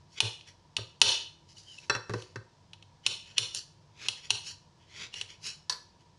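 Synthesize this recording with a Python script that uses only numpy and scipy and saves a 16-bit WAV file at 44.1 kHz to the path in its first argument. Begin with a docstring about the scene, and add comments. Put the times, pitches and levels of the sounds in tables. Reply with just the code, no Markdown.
"""A small knife slices a raw potato on a china plate in a hard-walled kitchen: bursting cells crackle as it cuts.
The blade cracks through the last flesh and snaps free or ticks on the plate, sounding as ringing modes and thuds.
Potato lands with wet knocks, wet steel squeaks, and late on the dishes clink; soft air noise and murmurs stay under it.
A limiter ducks each loud snap, so that the room's tail of fading noise swells up behind it."""
import sys
import numpy as np
from scipy import signal
from scipy.fft import rfft, irfft
from scipy.io import wavfile
from scipy.ndimage import uniform_filter1d, minimum_filter1d

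SR = 44100
rng = np.random.default_rng(int(sys.argv[2]) if len(sys.argv) > 2 else 0)


def digitize_waveform(pressure):
    """Quantize a signal to 16-bit integers and store it at the path in sys.argv[1].

    Rows of a 2-D input are taken as channels; values are limited to [-1, 1].
    """
    field = np.atleast_2d(pressure).T
    bounded = np.clip(field, -1, 1)
    quanta = np.round(bounded * 32767).astype(np.int16)
    wavfile.write(sys.argv[1], SR, quanta)


N = 272538  # samples in the scene
BLOW_SIZE = SR // 3  # samples in one blow

# still kitchen air: f/Hz, level/dB per Hz
AIR_SPECTRUM = [(15, -59), (25, -19.5), (43, -13.5), (71, -11), (92, -10), (150, -7.5), (227, -17.5),
                (327, -20.5), (483, -20), (924, -22.5), (1590, -31), (1720, -25.5), (1910, -32.5),
                (5400, -28.5), (12400, -53), (16100, -61), (22000, -120)]
AIR_DB = -64
# faint murmurs of appliances: f/Hz, width/Hz, level/dB
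MURMURS = [(96, 24, -67), (152, 31, -70), (336, 20, -78.5), (953, 100, -71)]

# the blade slides along the wet cut: t/s at the height, swell/s, level/dB, juice against flesh/dB
BLADE_SLIDES = [(0.136, 0.025, -66, 7), (0.482, .016, -54.5, 1), (1.505, .022, -66.5, 7.5),
                (1.584, .02, -64, 12), (1.715, 0.094, -65.5, 9), (2.171, 0.06, -59, 4),
                (3.291, 0.033, -57, -1.5), (3.568, 0.02, -48, 11.5), (4.18, .014, -52.5, -3),
                (4.245, 0.019, -52, -0.5), (4.474, 0.027, -49.5, 7.5), (4.817, 0.02, -67.5, -6),
                (5.173, .03, -47, 1), (5.309, 0.021, -52, -2), (5.468, 0.027, -42.5, 6),
                (6.009, 0.012, -71, 2)]
SLIDE_RELEASE, SLIDE_RING_DB = 1.71, -1  # release as a share of the swell; blade against the flesh
# the blade is pushed down through the flesh: t/s at the height, swell/s, level/dB
BLADE_PUSHES = [(0.187, 0.016, -41), (1.848, 0.025, -53), (3.061, 0.015, -48.5), (3.379, 0.01, -41),
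                (4.063, 0.054, -40), (4.301, 0.0028, -48), (5.035, 0.079, -40.5)]
# release as a share of the swell; juice and blade against the flesh
PUSH_RELEASE, PUSH_JUICE_DB, PUSH_RING_DB = 0.33, -7.5, -16.5
QUICK_PUSH_S, QUICK_RING_DB = 0.014, 31  # a quick push makes the blade ring more
CELL_SPREAD_DB = 3.0  # how far burst sizes vary
# tearing potato flesh: f/Hz, level/dB per Hz
FLESH_SPECTRUM = [(100, -22.5), (400, -14), (680, -11.5), (1200, -8.5), (1900, 3.5), (3000, 5.5), (4500, 4),
                  (7000, -7), (12000, -41.5)]
# juice on the blade: f/Hz, level/dB per Hz
JUICE_SPECTRUM = [(200, -36), (1500, -29), (3000, -2), (4500, 6.5), (5600, 4.5), (6800, 0.5), (8000, -11),
                  (10000, -9.5), (12000, -23.5)]
# steel blade, damped by hand and potato: f/Hz, level/dB, time to fade 60 dB/s
BLADE_MODES = [(2597, -9.5, 0.024), (2933, -2, 0.016), (3426, -5, 0.013), (4075, -5, 0.0086),
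               (4180, -11, 0.035), (4330, -10.5, 0.012), (5593, -8, 0.012), (6285, -9.5, 0.0069),
               (7057, -17, 0.018), (8630, -15.5, 0.0043), (9630, -22, 0.0061)]

# the blade snaps free or ticks against the plate: t/s, strength/dB, brightness/dB per octave
BLADE_SNAPS = [(0.2035, -11.5, -1), (0.4096, -53, -5), (0.7663, -24, -1.5), (1.0014, -63.5, 19),
               (1.0155, 4, 1), (1.785, -52.5, 5.5), (2.222, -48, 2), (2.7327, -46.5, -4.5),
               (2.825, -53.5, -3.5), (3.0639, -12.5, 1), (3.3809, -12.5, 1.5), (3.547, -32.5, 12.5),
               (4.0845, -21.5, 0), (4.3047, -13.5, 0.5), (4.3155, -42, 4), (5.1402, -38.5, -3),
               (5.212, -32, -1.5)]
# what a snap shakes besides the blade (dB against the blade)
SNAP_CRACK_DB, SNAP_PLATE_DB, SNAP_KNOCK_DB, SNAP_THUMP_DB = -6, -18, -23, -32
# the crack as the last flesh gives way: f/Hz, level/dB per Hz
CRACK_SPECTRUM = [(100, -24), (450, -16.5), (650, -19.5), (880, -3), (1500, -19), (2100, -3), (3200, 3.5),
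                  (4200, 1.5), (5000, -2), (6600, -5), (8000, -10.5), (9700, -4.5), (12000, -24.5)]
# china plate, damped by the potato on it: f/Hz, level/dB, time to fade 60 dB/s
PLATE_MODES = [(1205, -18, 0.022), (1364, -6, 0.07), (1556, -2, 0.047), (1790.5, -8, 0.11),
               (2140, -13.5, 0.026), (2470, -21, .12), (2637, 0, .05), (3460, -14, 0.13),
               (4040, -6.5, 0.12), (4520, -8, 0.079), (5400, -4.5, 0.049), (5700, 2, 0.048),
               (7760, -17, 0.065)]
# soft potato on china: f/Hz, level/dB per Hz
KNOCK_SPECTRUM = [(100, -13), (250, -11), (500, 2), (680, -7.5), (1000, 1.5), (1400, 0), (1800, -1.5),
                  (2300, -11.5), (4000, -29), (10000, -36.5)]
# the counter under the plate: f/Hz, level/dB per Hz
THUMP_SPECTRUM = [(30, -32.5), (70, -7.5), (110, 4), (160, -2), (250, -6.5), (370, 0), (600, -10),
                  (1500, -48.5), (5000, -69)]

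# potato lands on the plate or is shifted on it: t/s, strength/dB, firmness (0 a soft press, 1 a sharp rap)
POTATO_LANDINGS = [(0.226, -39, 0), (0.784, -44, 0.13), (1.8973, -22.5, 1), (1.95, -32, .8),
                   (1.9632, -42, 0.67), (2.0954, -38.5, 0.12), (2.105, -45.5, 0.08), (2.137, -34, 0.28),
                   (2.3585, -39.5, 0.39)]
# a soft press against its knock, and what full firmness adds
LANDING_PLATE_DB, FIRM_PLATE_DB = -12.5, 16
LANDING_THUMP_DB, FIRM_THUMP_DB = 4, -21
LANDING_SPLAT_DB = -10  # the wet face slaps the glaze
SOFT_TILT_DB, FIRM_TILT_DB = -7, 4.5  # the plate's high modes wake with firmness (dB per octave)

# wet potato squeaks on the steel: t/s, length/s, first f/Hz, last f/Hz, level/dB
WET_SQUEAKS = [(1.205, 0.081, 2950, 3000, -46.5), (1.564, 0.019, 2985, 2880, -56),
               (1.66, .10, 3150, 2860, -51.5), (1.765, 0.016, 3000, 2880, -61),
               (1.778, 0.016, 2730, 2650, -47), (5.125, 0.075, 2800, 2950, -45)]
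# the plate touches the bowl: t/s, level/dB
DISH_CLINKS = [(5.6964, -24), (5.724, -35.5)]
# china bowl: f/Hz, level/dB, time to fade 60 dB/s
BOWL_MODES = [(996, -8, 0.08), (1723, -14, 0.12), (2630, -16.5, 0.063), (3555, -6.5, 0.02),
              (3970, -2, 0.028), (4430, 6, 0.026), (4870, 3, 0.022), (5810, -0.5, 0.027),
              (6640, -17, 0.023), (7940, -19, 0.1), (9900, -39, 0.035), (11100, -24, .04)]

# kitchen reverberation: f/Hz, time to fade 60 dB/s
ROOM_FADE = [(100, 0.18), (500, 0.37), (1500, 0.38), (3000, 0.41), (6000, 0.38), (11000, 0.3)]
# what the kitchen gives back: f/Hz, level/dB
ROOM_SPECTRUM = [(40, -8.5), (110, 4), (220, -12), (430, -3), (800, -8), (1600, -10), (3000, -13),
                 (4000, -8.5), (5500, -10.5), (10000, -10.5)]


def from_db(db):
    """Turn decibels into gain."""
    return 10 ** (np.asarray(db) / 20)


def rms_one(x):
    """Scale to an average strength (rms) of 1."""
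    return x / np.sqrt(np.mean(x ** 2) + 1e-20)


def attack_one(x):
    """Scale to rms 1 over the first 8 ms."""
    return x / np.sqrt(np.mean(x[:350] ** 2) + 1e-20)


def at_hz(points, hz):
    """Read a table between its points, on a log-frequency axis."""
    table = np.array(points)
    return np.interp(np.log(hz + 1e-9), np.log(table[:, 0]), table[:, 1])


def colour(x, spectrum, tilt_db=0):
    """Filter without pre-echo to a given spectrum, tilted above 1 kHz by so many dB an octave; rms 1."""
    hz = np.fft.rfftfreq(len(x), 1 / SR)
    db = at_hz(spectrum, hz) + tilt_db * np.log2(np.maximum(hz, 1000))
    # keeping only the first half of the cepstrum makes the filter act after its cause
    cepstrum = irfft(np.log(from_db(db)), len(x))
    cepstrum[len(x) // 2:] = 0
    response = np.exp(2 * rfft(cepstrum) - 2 * cepstrum[0])
    return rms_one(irfft(rfft(x) * response, len(x)))


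def add(track, s, sound):
    """Mix a sound in at a time."""
    start = max(round(s * SR), 0)
    track[start:start + len(sound)] += sound[:max(N - start, 0)]


def dying(t60, size=BLOW_SIZE):
    """Fade exponentially, by 60 dB in t60 seconds."""
    return from_db(-60 * np.arange(size) / SR / max(t60, 1e-4))


def wander(per_s, size):
    """Random bends of spread about 1, so many a second."""
    bends = rng.standard_normal(size // 20)
    return np.interp(np.arange(size) / SR * per_s, np.arange(size // 20), bends)


def ringing(modes, tilt_db=0, detune=0, scatter_db=0.27):
    """Struck modes, alternating in sign; contact point and grip shift their strengths and pitches."""
    t = np.arange(BLOW_SIZE) / SR
    out = np.zeros(BLOW_SIZE)
    for k, (hz, db, t60) in enumerate(modes):
        strength = from_db(db + tilt_db * np.log2(hz / modes[0][0]) + scatter_db * rng.normal())
        pitch = hz * (1 + detune * rng.normal())
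        out += strength * (-1) ** k * np.sin(2 * np.pi * pitch * t) * dying(t60)
    return out


def smear(x, lag_s, bounce):
    """Waves run to and fro in the struck body: three allpass loops spread a click in time."""
    g = np.clip(bounce, 0, .75)
    hz = np.fft.rfftfreq(len(x), 1 / SR)
    lags = lag_s * np.arange(1, 4) * rng.uniform(.75, 1.25, 3)
    loops = np.exp(-2j * np.pi * np.outer(lags, hz))
    allpass = np.prod((g + loops) / (1 + g * loops), axis=0)
    return irfft(rfft(x) * allpass, len(x))


def strike(modes, tilt_db, lag_s, bounce, detune=0):
    """One hard contact sets the modes ringing, smeared by waves inside the body."""
    return attack_one(smear(ringing(modes, tilt_db, detune), lag_s, bounce))


def thud(spectrum, t60, push, tilt_db=0):
    """One push, then crowded, quickly dying modes heard as a burst of noise."""
    contact = rng.standard_normal(BLOW_SIZE) * dying(t60)
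    contact[0] += push * np.linalg.norm(contact)
    return attack_one(colour(contact, spectrum, tilt_db))


def background(waver_db=2.5):
    """Steady air noise with a few narrow murmurs that waver."""
    out = from_db(AIR_DB) * colour(rng.standard_normal(N), AIR_SPECTRUM)
    hz = np.fft.rfftfreq(N, 1 / SR)
    for centre, width, db in MURMURS:
        band = 1 / (1 + (2 * (hz - centre) / width) ** 2)
        murmur = rms_one(irfft(rfft(rng.standard_normal(N)) * band, N))
        out += from_db(db + waver_db * wander(5.8, N)) * murmur
    return out


def stroke(s, rise, fall, juice_db, ring_db, cells_per_s=5000, edge=1.57, judder_db=1.5,
           mirror=0.4, rumble_db=-17.5):
    """Cells burst in a dense crackle under the edge, juice hisses, and the blade rings along."""
    out = np.zeros(N)
    t = np.arange(-SR // 3, SR // 3) / SR  # seconds from the height of the stroke
    size_db = CELL_SPREAD_DB * np.minimum(rng.exponential(1, len(t)), 4)
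    sizes = from_db(size_db) * rng.choice([-1, 1], len(t))
    bursts = sizes * (rng.random(len(t)) < cells_per_s / SR)

    flesh = colour(bursts, FLESH_SPECTRUM)
    juice = from_db(juice_db) * colour(bursts, JUICE_SPECTRUM)
    ring = signal.fftconvolve(bursts, ringing(BLADE_MODES, tilt_db=-7.0))[:len(t)]
    crunch = flesh + juice + from_db(ring_db) * rms_one(ring)
    # the plate mirrors the sound; the delay shrinks as the edge sinks
    delay = rng.uniform(.0005, .0011) * (1 - t)
    crunch = crunch + mirror * np.interp(t - delay, t, crunch)
    # the pushing hand rumbles through plate and counter
    rumble = from_db(rumble_db) * colour(rng.standard_normal(len(t)), THUMP_SPECTRUM)

    swell = np.exp(-np.abs(t / np.where(t < 0, rise, fall)) ** edge)
    pressure = swell * from_db(judder_db * wander(170.8, len(t)))
    sound = pressure * (crunch + rumble)
    add(out, s + t[0], sound[s + t >= 0])
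    return out


def slicing():
    """Pushes build up and stop short; slides are wetter and trail away."""
    out = np.zeros(N)
    for s, swell, db, juice_db in BLADE_SLIDES:
        out += from_db(db) * stroke(s, swell, SLIDE_RELEASE * swell, juice_db, SLIDE_RING_DB)
    for s, swell, db in BLADE_PUSHES:
        ring_db = PUSH_RING_DB + QUICK_RING_DB / (1 + (swell / QUICK_PUSH_S) ** 2)
        out += from_db(db) * stroke(s, swell, PUSH_RELEASE * swell, PUSH_JUICE_DB, ring_db)
    return out


def snaps():
    """The last flesh cracks, the blade rings, and plate, potato and counter take fixed shares of the blow."""
    out = np.zeros(N)
    for s, db, tilt_db in BLADE_SNAPS:
        blade = strike(BLADE_MODES, tilt_db, lag_s=0.0001101, bounce=0.39, detune=0.016)
        crack = from_db(SNAP_CRACK_DB) * thud(CRACK_SPECTRUM, t60=0.043, push=0.63, tilt_db=tilt_db)
        plate = from_db(SNAP_PLATE_DB) * strike(PLATE_MODES, tilt_db=4.5, lag_s=0.00011, bounce=0.26)
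        knock = from_db(SNAP_KNOCK_DB) * thud(KNOCK_SPECTRUM, t60=.055, push=0.21)
        thump = from_db(SNAP_THUMP_DB) * thud(THUMP_SPECTRUM, t60=0.14, push=0.26)
        add(out, s, from_db(db) * (blade + crack + plate + knock + thump))
    return out


def landings():
    """A wet knock: a firm one rings the plate, a soft one thumps through to the counter."""
    out = np.zeros(N)
    for s, db, firm in POTATO_LANDINGS:
        plate_gain = from_db(LANDING_PLATE_DB + FIRM_PLATE_DB * firm)
        thump_gain = from_db(LANDING_THUMP_DB + FIRM_THUMP_DB * firm)
        tilt_db = SOFT_TILT_DB + FIRM_TILT_DB * firm
        knock = thud(KNOCK_SPECTRUM, t60=.055, push=0.27)
        plate = plate_gain * strike(PLATE_MODES, tilt_db, lag_s=0.00012, bounce=0.14)
        thump = thump_gain * thud(THUMP_SPECTRUM, t60=0.095, push=0.18)
        splat = from_db(LANDING_SPLAT_DB) * thud(JUICE_SPECTRUM, t60=0.027, push=.5)
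        add(out, s, from_db(db) * (knock + plate + thump + splat))
    return out


def squeaks(width_hz=65.0):
    """Uneven stick and slip: a rough, narrow tone that glides."""
    out = np.zeros(N)
    low_pass = signal.butter(2, width_hz, fs=SR, output="sos")
    for s, length, first_hz, last_hz, db in WET_SQUEAKS:
        along = np.clip(np.arange(BLOW_SIZE) / SR / length, 0, 1)  # 0 at the start, 1 at the end
        phase = 2 * np.pi * np.cumsum(first_hz + (last_hz - first_hz) * along) / SR
        grip = signal.sosfilt(low_pass, rng.standard_normal((2, BLOW_SIZE)))
        tone = rms_one(grip[0] * np.cos(phase) + grip[1] * np.sin(phase))
        swell = np.sqrt(np.abs(np.sin(np.pi * along)))
        add(out, s, from_db(db) * tone * swell)
    return out


def clinks():
    """Glaze grinds briefly on glaze while the bowl rocks and rings."""
    out = np.zeros(N)
    for s, db in DISH_CLINKS:
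        bowl = strike(BOWL_MODES, 0, lag_s=0.00027, bounce=0.61)
        hiss = from_db(-5.5) * thud(JUICE_SPECTRUM, t60=0.059, push=0.48)
        scrape = from_db(-15.5) * thud(KNOCK_SPECTRUM, t60=0.22, push=0.44, tilt_db=8.0)
        add(out, s, from_db(db) * (bowl + hiss + scrape))
    return out


def kitchen(x, build_s=0.00069):
    """Reflections off tile and stone thicken into a tail that dies band by band."""
    white = rfft(rng.standard_normal(SR))
    hz = np.fft.rfftfreq(SR, 1 / SR)
    centres = np.geomspace(60, 15000, 9)
    tail = np.zeros(SR)
    # each share is 1 at its own band and fades to 0 at the neighbours
    for centre, share in zip(centres, np.eye(len(centres))):
        band = irfft(white * at_hz(np.c_[centres, share], hz), SR)
        tail += band * dying(at_hz(ROOM_FADE, centre), SR)
    tail = irfft(rfft(tail / np.linalg.norm(tail)) * from_db(at_hz(ROOM_SPECTRUM, hz)), SR)
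    tail = tail * (1 - np.exp(-(np.arange(SR) / SR / build_s) ** 2))
    return signal.fftconvolve(x, tail[:SR * 3 // 4])[:N]


def scene():
    """Knife work close by, the room around it."""
    near = slicing() + snaps() + landings() + squeaks() + clinks()
    return (near + kitchen(near) + background())[None]


def limiter(x, threshold_db=-16.0, squeeze=0.47, release_db_per_s=236.5, hold_s=0.015):
    """The gain drops a few milliseconds ahead of a peak, is held briefly and climbs back steadily."""
    over = np.maximum(20 * np.log10(np.abs(x) + 1e-9) - threshold_db, 0) * np.clip(squeeze, 0, 1)
    climb = release_db_per_s * np.arange(N) / SR
    cut = np.maximum.accumulate(over + climb) - climb
    span = int(np.clip(hold_s, .001, .1) * SR)
    held = minimum_filter1d(-cut, span, origin=(span - 1) // 2)
    # reach ahead of the peak, then smooth the steps
    gain_db = uniform_filter1d(minimum_filter1d(held, size=160), size=160)
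    return x * from_db(gain_db)


def record(dry, dull_hz=10460.0, cutoff_hz=12100):
    """Limiter, rounded peaks, a softened top, then a steep cut."""
    limited = limiter(dry[0])
    rounded = limited / (1 + (limited / .72) ** 4) ** .25
    soft = signal.sosfilt(signal.butter(4, dull_hz, fs=SR, output="sos"), rounded)
    top_cut = signal.ellip(10, .3, 90, cutoff_hz, fs=SR, output="sos")
    return signal.sosfilt(top_cut, soft)[None]


dry = scene()
out = record(dry)
digitize_waveform(out)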